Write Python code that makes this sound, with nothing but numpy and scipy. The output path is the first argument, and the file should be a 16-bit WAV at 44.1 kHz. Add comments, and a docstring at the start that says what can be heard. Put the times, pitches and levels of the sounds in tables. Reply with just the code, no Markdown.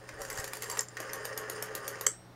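"""A ratchet clicks as a finger winds the wheel of an old rotary telephone to dial one digit.
The microphone is close by, in a small room with a faint mains hum. The finger meets the metal
finger stop and lets go. The wheel runs back on whirring gears, a contact snapping eight times
a second, and hits its rest stop with a thin metal ring and a soft thud of the case."""
import sys
import numpy as np
from scipy import signal
from scipy.fft import rfft, irfft, next_fast_len
from scipy.io import wavfile
from scipy.ndimage import uniform_filter1d, map_coordinates

SR = 44100
rng = np.random.default_rng(int(sys.argv[2]) if len(sys.argv) > 2 else 0)


def put_to_file(sound):
    """Save the sound as 16-bit audio at rate SR, in the file named by the first command-line argument."""
    columns = np.atleast_2d(sound).T  # one column per channel
    safe = np.clip(columns, -1, 1)
    whole_steps = np.round(safe * 32767)
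    wavfile.write(sys.argv[1], SR, whole_steps.astype(np.int16))


N = 103635

# Resonances of the telephone's case. Each row: frequency in Hz, width in Hz, gain in dB.
CASE_MODES = [(426, 19, 7), (465, 23, 1), (532, 19, 5), (627, 51, -7), (785, 22, -5), (925, 69, -11),
              (1095, 35, -6), (1195, 50, -4.5), (1487, 28, -3), (1595, 35, -5), (1715, 52, -6),
              (1845, 37, 0), (1924, 180, -11.5)]


def amp(db):
    """Decibels to gain."""
    return 10 ** (np.asarray(db) / 20)


def unit(x):
    """Scaled to rms 1."""
    return x / np.sqrt(np.mean(x ** 2) + 1e-20)


def along(points, hz):
    """(Hz, value) points read on a log axis."""
    f, values = np.transpose(points)
    return np.interp(np.log(hz + 1), np.log(f + 1), values)


def envelope(points):
    """Gain per sample from (s, dB) points."""
    return amp(np.interp(np.arange(N) / SR, *np.transpose(points)))


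def wobble(per_s):
    """A smooth random curve."""
    knots = rng.standard_normal(int(N * per_s / SR) + 4)
    return map_coordinates(knots, [np.arange(N) * per_s / SR])


def filtered(x, response):
    """x times a response of frequency."""
    size = next_fast_len(N + SR // 2)
    return irfft(rfft(x, size) * response(np.fft.rfftfreq(size, 1 / SR)), size)[:N]


def coloured(x, tone):
    """x filtered by a curve of (Hz, dB) points, at rms 1."""
    return unit(filtered(x, lambda hz: amp(along(tone, hz))))


def impulse(db):
    """The minimum-phase response that has the given spectrum."""
    cepstrum = irfft(np.log(amp(db)))
    half = len(cepstrum) // 2
    cepstrum[1:half] *= 2
    cepstrum[half + 1:] = 0
    return irfft(np.exp(rfft(cepstrum)))


def add(track, s, sound):
    """Mix a sound in at time s."""
    part = track[max(0, round(s * SR)):][:len(sound)]
    part += sound[:len(part)]


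def resonances(modes, f):
    """Response of a body with the given (Hz, width, dB) resonances."""
    return sum((-1) ** k * amp(db) * 1j * f * width / (hz * hz - f * f + 1j * f * width)
               for k, (hz, width, db) in enumerate(modes))


def frame_db(hz):
    """The metal frame's resonances colour the parts mounted on it."""
    # Each row: frequency in Hz, width in Hz, boost in dB.
    modes = [(2934, 670, 10), (4680, 74, 11.5), (6720, 240, 5), (7410, 240, 10.5), (7600, 140, 9),
             (8900, 400, 13.5), (9460, 320, 9), (10770, 530, 5.5), (11070, 260, 7), (12350, 210, -1),
             (14200, 1000, 0.5)]
    return sum(db / (1 + (2 * (hz - centre) / width) ** 2) for centre, width, db in modes)


def room(x, wet_db, wall_s=0.0238, wall_db=-22):
    """Direct sound at the microphone, the nearest wall's echo and a tail whose treble dies first."""
    # Each row: frequency in Hz, t60 in seconds.
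    decay = [(200, 0.19), (1500, 0.24), (7000, 0.16), (14000, 0.11)]
    hz, t, spectra = signal.stft(rng.standard_normal(SR // 3), SR, nperseg=256)
    tail = signal.istft(spectra * amp(-60 * t / along(decay, hz)[:, None]), SR, nperseg=256)[1]
    tail *= np.clip(np.arange(len(tail)) / SR / 0.0015 - 1, 0, 1)
    tail *= amp(wet_db) / np.linalg.norm(tail)
    tail[0] = 1
    tail[round(wall_s * SR)] += amp(wall_db)
    return signal.fftconvolve(x, tail)


def teeth(per_s, spread_db):
    """A stream of tiny irregular impacts."""
    chance, size = rng.random(N), rng.standard_normal(N)
    return (chance < per_s / SR) * amp(spread_db * np.clip(size, -2, 2)) * rng.choice([-1, 1], N)


def clicks(rows, tone, rise_s, t60, wet_db, frame=0, vary_db=0):
    """Each contact is a brief rattle coloured by the struck part; a third column tilts its treble."""
    out, t, hz = np.zeros(N), np.arange(SR // 25) / SR, np.fft.rfftfreq(2048, 1 / SR)
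    shape = (1 - np.exp(-t / rise_s)) * amp(-60 * t / t60)
    colour_db = along(tone, hz) + frame * frame_db(hz)
    for s, db, *tilt in rows:
        spectrum = rfft(shape * rng.standard_normal(len(t)))
        power = np.abs(uniform_filter1d(np.abs(spectrum) ** 2, size=45))
        rattle = irfft(spectrum / np.sqrt(power + 1e-12))  # flattened before it is coloured
        ripple_db = vary_db * unit(uniform_filter1d(rng.standard_normal(len(hz)), size=25))
        tilt_db = sum(tilt) * np.log2(1 + hz / 1000)
        hit = signal.fftconvolve(rattle[:len(t) // 2], impulse(colour_db + ripple_db + tilt_db))
        add(out, s, room(amp(db + 10.5) * hit / np.linalg.norm(hit), wet_db))
    return out


def room_tone(mains_hz=60, air_db=-56.5):
    """A steady mains hum over the quiet air of the room."""
    # Each row: multiple of the mains rate, rms level in dB.
    harmonics = [(2, -58), (3, -67)]
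    # Each row: frequency in Hz, gain in dB.
    air_tone = [(25, -8), (60, -5), (130, 0.5), (200, -5), (300, -0.5), (520, -6), (750, -5), (1800, -13),
                (2600, -19), (4000, -19.5), (6000, -25.5), (9000, -30), (16000, -31)]
    t = np.arange(N) / SR
    hum = sum(np.sqrt(2) * amp(db) * np.sin(2 * np.pi * (k * mains_hz * t + rng.random()))
              for k, db in harmonics)
    return hum + amp(air_db) * coloured(rng.standard_normal(N), air_tone)


def hand(bump_hz=79, bump_width_s=0.0039):
    """The finger rubs in its hole; the hand rumbles and gives the telephone soft, ringless bumps."""
    # Each row: time in seconds, level in dB.
    pushes = [(.141, -42), (0.3942, -34)]
    rub_levels = [(0, -56), (.12, -69), (.21, -44.5), (.26, -55), (.32, -50.5), (.44, -53), (.55, -87),
                  (.8, -83), (.87, -72)]
    # Resonances of the finger wheel. Each row: frequency in Hz, width in Hz, gain in dB.
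    wheel_modes = [(553.6, 21, 1.5), (778, 7.6, -2)]
    t = np.arange(N) / SR
    bumps = sum(amp(db) * np.exp(-((t - s) / bump_width_s) ** 2) * np.cos(2 * np.pi * bump_hz * (t - s))
                for s, db in pushes)
    rubbing = unit(filtered(teeth(per_s=1000, spread_db=3), lambda f: resonances(wheel_modes, f)))
    rumble = coloured(rng.standard_normal(N), [(15, -19), (42, -5), (80, -15), (140, -25), (300, -59)])
    return bumps + envelope(rub_levels) * (rubbing + amp(-8.5) * rumble)


def drag(middle_s=0.75, half_length_s=0.083, db=-49):
    """The wheel grinds as its spring tightens over the last stretch before the finger stop."""
    # Each row: frequency in Hz, width in Hz, gain in dB.
    modes = [(970, 100, 1), (1160, 76, 0)]
    grind = unit(filtered(teeth(per_s=900, spread_db=5), lambda f: resonances(modes, f)))
    swell = np.exp(-((np.arange(N) / SR - middle_s) / half_length_s) ** 4)
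    return amp(db) * grind * swell


def squeak(pitch_hz=5150, waver=0.016):
    """A dry bearing squeaks hoarsely, wavering in pitch and strength."""
    hz = pitch_hz * (1 + waver * (0.6 * wobble(per_s=30) + 1.5 * wobble(per_s=900)))
    flicker = amp(3 * wobble(per_s=45) + 3 * wobble(per_s=400))
    return unit(np.sin(2 * np.pi * np.cumsum(hz) / SR) * flicker)


def frame_noise(tone, per_s, spread_db):
    """Tiny impacts of gear teeth, heard through the metal frame."""
    return coloured(filtered(teeth(per_s, spread_db), lambda f: amp(frame_db(f))), tone)


def gears(wind_start_s=0.175, wind_end_s=0.86):
    """Gears and governor shake the case and rasp; they scrape on winding and sizzle on the way back."""
    # Each row: time in seconds, level in dB.
    gear_levels = [(0, -59.5), (.12, -51), (.21, -46), (.26, -50.5), (.39, -42.5), (.46, -48.5), (.6, -51),
                   (.63, -43), (.68, -47), (.71, -47), (.8, -43), (.835, -72), (.87, -61), (.95, -54.5),
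                   (1.0, -44), (1.25, -42), (1.325, -43), (1.35, -49.5), (1.39, -43.5), (1.65, -44.5),
                   (2.03, -45), (2.06, -49.5), (2.1, -84)]
    sizzle_levels = [(.93, -65), (.98, -60.5), (1.2, -59.5), (1.25, -52), (1.33, -58), (1.44, -63.5),
                     (1.58, -55), (1.71, -67), (1.85, -56), (1.99, -64), (2.06, -96)]
    # Each row: frequency in Hz, gain in dB.
    rasp_tone = [(200, -13), (400, 3), (800, -9), (1200, 0.5), (1900, 0), (2400, -12.5), (3600, -22.5),
                 (5000, -19.5), (6600, -12.5), (8200, -34), (9200, -33), (10300, -32), (16000, -35)]
    scrape_tone = [(1500, 0), (3000, -4), (5000, 1.5), (7000, 3), (8400, -2), (14000, -6.5), (16500, -6)]
    sizzle_tone = [(3000, -16.5), (4300, -23), (4900, 1.5), (5700, -8), (6600, -12), (8200, -18),
                   (9400, -9.5), (10300, -33), (15000, -21)]
    t = np.arange(N) / SR
    winding = np.clip(np.minimum(t - wind_start_s, wind_end_s - t) / 0.038, 0, 1)
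    impacts = teeth(per_s=900, spread_db=5)
    whirr = unit(filtered(impacts, lambda f: resonances(CASE_MODES, f) * f ** 4 / (f ** 4 + 300 ** 4)))
    rasp = frame_noise(rasp_tone, per_s=900, spread_db=2) * amp(1.5 * wobble(per_s=30))
    scrape = frame_noise(scrape_tone, per_s=1300, spread_db=4) * winding
    sizzle = frame_noise(sizzle_tone, per_s=1600, spread_db=1) * amp(2.6 * wobble(per_s=48))
    returning = envelope(sizzle_levels) * (sizzle + amp(-8.5) * squeak())
    running = envelope(gear_levels) * (amp(-1.4) * whirr + amp(-5) * rasp + amp(-5.5) * scrape)
    return room(running + returning, wet_db=-9)[:N]


def governor():
    """The governor's weights chatter on the way back."""
    # Each row: start in seconds, level in dB.
    hits = [(1.092, -30), (1.098, -29), (1.328, -30), (1.954, -33)]
    # Each row: frequency in Hz, gain in dB.
    tone = [(300, -29), (1900, 17), (3500, -19), (5200, 10), (7500, -4), (8500, -23), (15000, -28)]
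    return clicks(hits, tone, rise_s=0.002, t60=0.02, wet_db=-10, frame=0.9, vary_db=3)


def wheel_knocks():
    """The wheel knocks in its play as it is taken, is released and settles."""
    # Each row: start in seconds, level in dB.
    hits = [(.0902, -27.5), (.794, -27.5), (.969, -22.5), (.974, -29), (2.138, -41.5)]
    # Each row: frequency in Hz, gain in dB.
    tone = [(200, -20), (1200, -0.5), (1850, 9.5), (3300, -10), (6500, -4), (9000, -14.5), (15000, -20)]
    return clicks(hits, tone, rise_s=0.00024, t60=0.021, wet_db=-8)


def spring_pings(overtone_ratio=1.94, t60=0.026):
    """The ratchet's spring sings briefly and roughly, its pitch set by where it catches."""
    # Each row: start in seconds, level in dB, pitch in Hz.
    pings = [(0.287, -39, 6620), (.328, -33, 7800), (.355, -38, 6360), (0.373, -35, 7550),
             (.385, -34, 6680), (.397, -33, 7800), (.402, -34, 6500), (0.714, -28.5, 7400)]
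    out, t = np.zeros(N), np.arange(SR // 20) / SR
    shape = (1 - np.exp(-t / 0.00041)) * amp(-60 * t / t60)
    for s, db, hz in pings:
        drift = 0.1 * np.cumsum(rng.standard_normal((2, len(t))), axis=1)
        tone = np.sin(2 * np.pi * hz * t + drift[0])
        overtone = amp(-14) * np.sin(2 * np.pi * hz * overtone_ratio * t + drift[1])
        add(out, s, room(amp(db) * shape * (tone + overtone), wet_db=-10))
    return out


def ratchet():
    """The ratchet clicks unevenly as the finger winds the wheel."""
    # Each row: start in seconds, relative level in dB, treble tilt in dB per octave.
    hits = [(.2168, -25.5, -0.5), (.233, -40, -1), (.2495, -28, -2.5), (.3005, -23.5, -2),
            (.312, -29.5, -9), (.3275, -38, 0), (.3745, -26, -2), (.384, -26.5, -7), (.3985, -29, -0.5),
            (.4415, -23.5, -3.5), (.4765, -28.5, -2), (.533, -22.5, -2), (.552, -32, 2), (.569, -29, 0),
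            (.6215, -22.5, -0.5), (.6315, -28, -2.5), (.6415, -31, -2), (.6985, -22, -0.5),
            (.7125, -26, -6.5), (.7235, -31, 5), (.7715, -23, -5.5), (.781, -30, 7), (.806, -23.5, 2.5)]
    # Each row: frequency in Hz, gain in dB.
    tone = [(200, -31.5), (500, -11.5), (1900, -1.5), (2400, -10), (3500, -15.5), (4800, -4.5),
            (7300, -5.5), (8400, -12.5), (13000, -5), (15500, -16.5), (17000, -18)]
    return amp(1) * clicks(hits, tone, rise_s=0.0015, t60=0.014, wet_db=-4.5, frame=0.65, vary_db=3.4)


def finger_stop():
    """The finger meets the metal stop: the blow, its rebound, then the finger lifting."""
    # Each row: start in seconds, level in dB.
    hits = [(.7918, -10.5), (.7938, -28), (.8072, -21), (.885, -31), (.892, -41.5)]
    # Each row: frequency in Hz, gain in dB.
    tone = [(200, -59), (1300, -40), (1850, 0), (2500, -26), (4200, -18), (5500, -1.5), (6400, -7.5),
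            (7000, 3), (7550, 7.5), (8200, -31), (8950, -2.5), (10200, -22), (16000, -52)]
    return clicks(hits, tone, rise_s=0.00022, t60=0.011, wet_db=-11.5)


def pulse_contact(bounce_delay_s=(0.007, 0.036)):
    """The contact snaps as the wheel runs back, and its spring bounces twice after each snap."""
    # Each row: start in seconds, relative level in dB, treble tilt in dB per octave.
    pulses = [(1.002, -26, -2), (1.1322, -23.5, 1), (1.2528, -24, -1.5), (1.3758, -22.5, -1),
              (1.498, -22.5, -1.5), (1.624, -21.5, -1.5), (1.751, -22.5, 1), (1.8786, -22, 0),
              (2.0103, -23, -1.5)]
    # Each row: frequency in Hz, gain in dB.
    tone = [(120, -41), (280, -8.5), (440, 1), (700, -7.5), (2000, -7.5), (3500, -15.5), (4100, -9),
            (5500, -9), (6600, -1), (7600, -11.5), (9600, -8), (11000, -7), (13000, -1), (14500, -11),
            (16500, -33)]
    snaps = clicks(pulses, tone, rise_s=0.0015, t60=0.01, wet_db=-4.5, frame=0.4, vary_db=3.3)
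    bounces = [(s + rng.uniform(*bounce_delay_s), db - 15.5, tilt)
               for s, db, tilt in pulses for _ in range(2)]
    rattle = clicks(bounces, tone, rise_s=0.001, t60=0.015, wet_db=-8, frame=0.8, vary_db=4)
    return amp(2.5) * snaps + rattle


def case_thud(db, t60):
    """The case's lowest resonances swell and fade after a blow."""
    t = np.arange(SR // 4) / SR
    modes = sum(amp(db + mode_db - 60 * t / t60) * np.sin(2 * np.pi * (hz * t + rng.random()))
                for hz, _, mode_db in CASE_MODES if hz < 700)
    return modes * (1 - np.exp(-t / 0.0051))


def metal_ring(db):
    """The dial's metal parts ring on after a blow."""
    # Each row: frequency in Hz, relative level in dB, t60 in seconds.
    modes = [(5609, -25, .58), (6078, -19, .14), (7440, -15, .11), (7596, -2, .13), (7695, -3, .18),
             (7755, -8, .17), (8452, -14, .37), (9490, -13, .11), (9555, -12, .13), (11710, -26, .16),
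             (13300, -21, .11)]
    t = np.arange(SR // 2) / SR
    return sum(amp(db + mode_db - 60 * t / t60) * np.sin(2 * np.pi * hz * t)
               for hz, mode_db, t60 in modes)


def rest_stop():
    """The wheel chatters against its rest stop; the last blow sets metal and case ringing."""
    # Each row: start in seconds, relative level in dB.
    hits = [(2.0651, -8), (2.0672, -5)]
    # Each row: frequency in Hz, gain in dB.
    tone = [(100, -66), (300, -54), (500, -24), (800, -20), (1400, -8), (1900, -3), (2400, -22),
            (3200, -10), (3900, -31), (4800, -8.5), (5300, -23.5), (6100, 1.5), (6700, -5.5), (7200, -3),
            (7650, 5), (8150, -17), (9400, -13), (11000, -23), (13100, -15), (14500, -31), (16500, -40)]
    out = amp(-2.5) * clicks(hits, tone, rise_s=0.0003, t60=0.0105, wet_db=-11)
    last_s = hits[-1][0]
    add(out, last_s, metal_ring(db=-26.5))
    add(out, last_s, case_thud(db=-37.5, t60=0.078))
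    return out


def scene():
    """The telephone in a small room, close to a single microphone."""
    contacts = ratchet() + wheel_knocks() + finger_stop() + pulse_contact() + governor() + rest_stop()
    return (contacts + spring_pings() + gears() + drag() + hand() + room_tone())[None]


def record(dry):
    """The recorder keeps nothing above 15.8 kHz."""
    return filtered(dry[0], lambda hz: hz < 15800)[None]


dry = scene()
out = record(dry)
put_to_file(out)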